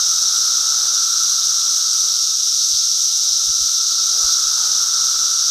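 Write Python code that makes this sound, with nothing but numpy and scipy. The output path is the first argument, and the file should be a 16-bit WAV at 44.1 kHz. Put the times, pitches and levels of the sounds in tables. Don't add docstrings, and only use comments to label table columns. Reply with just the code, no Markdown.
import sys
import numpy as np
from scipy import signal
from scipy.fft import rfft, irfft
from scipy.io import wavfile

SR = 44100
rng = np.random.default_rng(int(sys.argv[2]) if len(sys.argv) > 2 else 0)


def generate_wav(signal):
    frames = np.transpose(np.atleast_2d(signal))
    scaled = np.clip(frames, -1, 1) * 32767
    pcm = np.round(scaled).astype(np.int16)
    wavfile.write(sys.argv[1], SR, pcm)


N = 242550
TIME = np.arange(N) / SR

# frequency_hz, relative_db
ABDOMEN_RESPONSE = [(1800, -44), (2500, -37), (3000, -28), (3800, -10.5), (4450, -12), (5150, -6),
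                    (5780, 1), (6300, -4), (7200, -18), (8200, -18.5), (9400, -27.5), (12100, -28),
                    (13600, -32.5), (15400, -34.5)]
# time_s, level_db
HUM_ENVELOPE = [(0.0, -37.5), (0.6, -35), (1.15, -36.5), (2.0, -39.5), (2.4, -43.5), (3.05, -46.0),
                (3.4, -43), (4.08, -39), (4.24, -35.5), (5.05, -35), (5.5, -37)]
# frequency_hz, relative_db
AIR_SPECTRUM = [(8, -20), (28, 1.5), (70, -0.5), (150, -5), (240, -3.5), (360, -3.5), (580, -0.5),
                (760, -1.5), (900, 2.5), (1050, -5), (1800, -6.5), (4000, -18)]
# centre_s, length_s, final_pitch_hz, peak_db
PHRASE_ENDS = [(0.295, .25, 877, -56), (0.748, 0.43, 855, -54.5), (1.93, .25, 826, -59),
               (3.202, 0.355, 838, -55), (4.622, 0.38, 888, -49)]
# centre_s, length_s, pitch_hz, level_db
MOTOR_TONES = [(1.12, 0.27, 317, -59), (1.92, 0.59, 285, -62), (4.12, 0.62, 305, -63)]
# centre_s, peak_db, length_s, upper_edge_hz
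AIR_PUFFS = [(2.751, -40.5, 0.025, 80), (2.862, -48, .06, 85), (3.317, -50, .04, 80),
             (3.492, -34.5, .04, 105), (3.626, -38, 0.076, 91), (4.254, -33.5, .036, 75),
             (4.47, -45, .049, 55)]
# centre_s, peak_db, length_s
HAND_SCUFFS = [(3.448, -45, .09), (4.202, -39.5, 0.19)]


def undb(db):
    return 10 ** (np.asarray(db) / 20)


def unit(x):
    return x / np.sqrt(np.mean(x ** 2))


def walk(rate_hz):
    knots_s = np.arange(4096) / rate_hz
    return 1.2 * np.interp(TIME, knots_s, rng.standard_normal(len(knots_s)))


def tymbal(stroke_hz, rib_gap_s, jitter, scatter_db, ribs=4, strokes=1400):
    stroke_s = np.cumsum(1 + jitter * rng.standard_normal(strokes)) / stroke_hz - rng.random()
    delay_s = rib_gap_s * (np.arange(ribs) + jitter * rng.standard_normal((strokes, ribs)))
    at = ((stroke_s[:, None] + delay_s) * SR).astype(int)
    force = undb(scatter_db * rng.standard_normal((strokes, ribs)))
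    heard = (at >= 0) & (at < N)
    return np.bincount(at[heard], force[heard], N)


def leaf_echoes(clicks, t60_s, size=1024):
    power_decay = undb(-120 * np.arange(size) / SR / t60_s)
    power = signal.oaconvolve(clicks ** 2, power_decay)[:N]
    return np.sqrt(np.abs(power)) * rng.standard_normal(N)


def impulse_response(spectrum, pitch_ratio=1, size=1024):
    hz, db = np.transpose(spectrum)
    bins_hz = np.maximum(np.fft.rfftfreq(size, 1 / SR), 1)
    gain = undb(np.interp(np.log(bins_hz), np.log(hz * pitch_ratio), db))
    cepstrum = irfft(np.log(gain))
    cepstrum[1:size // 2] *= 2
    cepstrum[size // 2 + 1:] = 0
    return irfft(np.exp(rfft(cepstrum)))


def buzzers(count, body_spread, swell_db, echo_t60_s=None, stroke_hz=150, stroke_spread=.25):
    voices = np.zeros(N)
    for body in np.linspace(-1, 1, count):
        pace_hz = stroke_hz * (1 + stroke_spread * rng.uniform(-1, 1))
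        clicks = tymbal(pace_hz, rib_gap_s=.003, jitter=.13, scatter_db=2, ribs=2)
        if echo_t60_s:
            clicks = leaf_echoes(clicks, echo_t60_s)
        abdomen = impulse_response(ABDOMEN_RESPONSE, 1 + body_spread * body, size=512)
        voices += signal.oaconvolve(clicks, abdomen)[:N] * undb(swell_db * walk(14))
    return unit(voices)


def resonate(x, hz, width_hz):
    return signal.lfilter(*signal.iirpeak(hz, hz / width_hz, fs=SR), x)


def shimmer(drone, low_db=0.9, treble_db=0.18, swell_db=.4, flicker_db=0.64):
    low = resonate(drone, hz=4330, width_hz=1100)
    high = signal.sosfiltfilt(signal.butter(4, 7000, "high", fs=SR, output="sos"), drone)
    high_db = treble_db + swell_db * walk(4.99) + flicker_db * walk(40)
    return drone + low * (undb(low_db * walk(16)) - 1) + high * (undb(high_db) - 1)


def shrill_chorus(level_db=-16.5, near_db=-7, far_db=-1):
    near = buzzers(count=9, body_spread=0.031, swell_db=0)
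    far = buzzers(count=12, body_spread=0.032, swell_db=1, echo_t60_s=0.015)
    return shimmer(undb(near_db) * near + undb(far_db) * far) * undb(level_db)


def sine(hz):
    return np.sin(2 * np.pi * np.cumsum(hz) / SR)


def hummer(hz, waver_hz=12, unevenness_hz=20, pulse_hz=160, throb=0.41):
    note = sine(hz + waver_hz * walk(6) + unevenness_hz * walk(120))
    return note * (1 + throb * sine(pulse_hz * (1 + .14 * walk(7))))


def hum_level_db():
    return np.interp(TIME, *np.transpose(HUM_ENVELOPE))


def humming_chorus(pitch_hz=1329, spread_hz=65, lead_db=-4, rasp_db=-3.5, count=12):
    crowd = unit(sum(hummer(pitch_hz + spread_hz * offset) for offset in np.linspace(-1, 1, count)))
    lead = unit(hummer(pitch_hz, waver_hz=4.02, unevenness_hz=10.87) * undb(3.7 * walk(25)))
    clicks = tymbal(stroke_hz=165, rib_gap_s=0.0018, jitter=.25, scatter_db=3.0)
    rasp = leaf_echoes(clicks, t60_s=0.044)
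    for _ in range(2):
        rasp = resonate(rasp, hz=1360, width_hz=265)
    hum = unit(crowd + undb(lead_db) * lead + undb(rasp_db) * unit(rasp))
    return hum * undb(hum_level_db())


def forest_air(relative_db=-13.5, flutter_db=2.0):
    colour = rfft(impulse_response(AIR_SPECTRUM, size=8192), N)
    wash = irfft(rfft(rng.standard_normal(N)) * colour, N)
    return unit(wash) * undb(hum_level_db() + relative_db + flutter_db * walk(8))


def slurs(fall_hz=58, unevenness_hz=28):
    notes = np.zeros(N)
    for centre_s, length_s, final_hz, peak_db in PHRASE_ENDS:
        progress = np.clip((TIME - centre_s) / length_s + .5, 0, 1)
        hz = final_hz + fall_hz * (1 - progress) ** 2
        notes += undb(peak_db) * np.sin(np.pi * progress) * sine(hz + unevenness_hz * walk(90))
    return notes


def swell(centre_s, length_s):
    return np.exp(-(2 * (TIME - centre_s) / length_s) ** 2)


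def far_motor(rise_hz_per_s=42, waver_hz=9, flutter_db=2):
    tones = np.zeros(N)
    for centre_s, length_s, pitch_hz, level_db in MOTOR_TONES:
        tone = unit(sine(pitch_hz + rise_hz_per_s * (TIME - centre_s) + waver_hz * walk(50)))
        tones += tone * swell(centre_s, length_s) * undb(level_db + flutter_db * walk(18))
    return tones


def burst(centre_s, length_s, low_hz, high_hz):
    band = signal.butter(3, [low_hz, high_hz], "band", fs=SR, output="sos")
    noise = signal.sosfilt(band, rng.standard_normal(N)) * swell(centre_s, length_s)
    return noise / np.abs(noise).max()


def puffs(low_hz=12):
    return sum(undb(peak_db) * burst(centre_s, length_s, low_hz, high_hz)
               for centre_s, peak_db, length_s, high_hz in AIR_PUFFS)


def scuffs(low_hz=383, high_hz=830):
    return sum(undb(peak_db) * burst(centre_s, length_s, low_hz, high_hz)
               for centre_s, peak_db, length_s in HAND_SCUFFS)


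def scene():
    cicadas = shrill_chorus() + humming_chorus() + slurs()
    mono = cicadas + forest_air() + far_motor() + puffs() + scuffs()
    return np.array([mono, mono])


def record(dry):
    return signal.sosfilt(signal.ellip(12, .1, 80, 15400, fs=SR, output="sos"), dry)


dry = scene()
out = record(dry)
generate_wav(out)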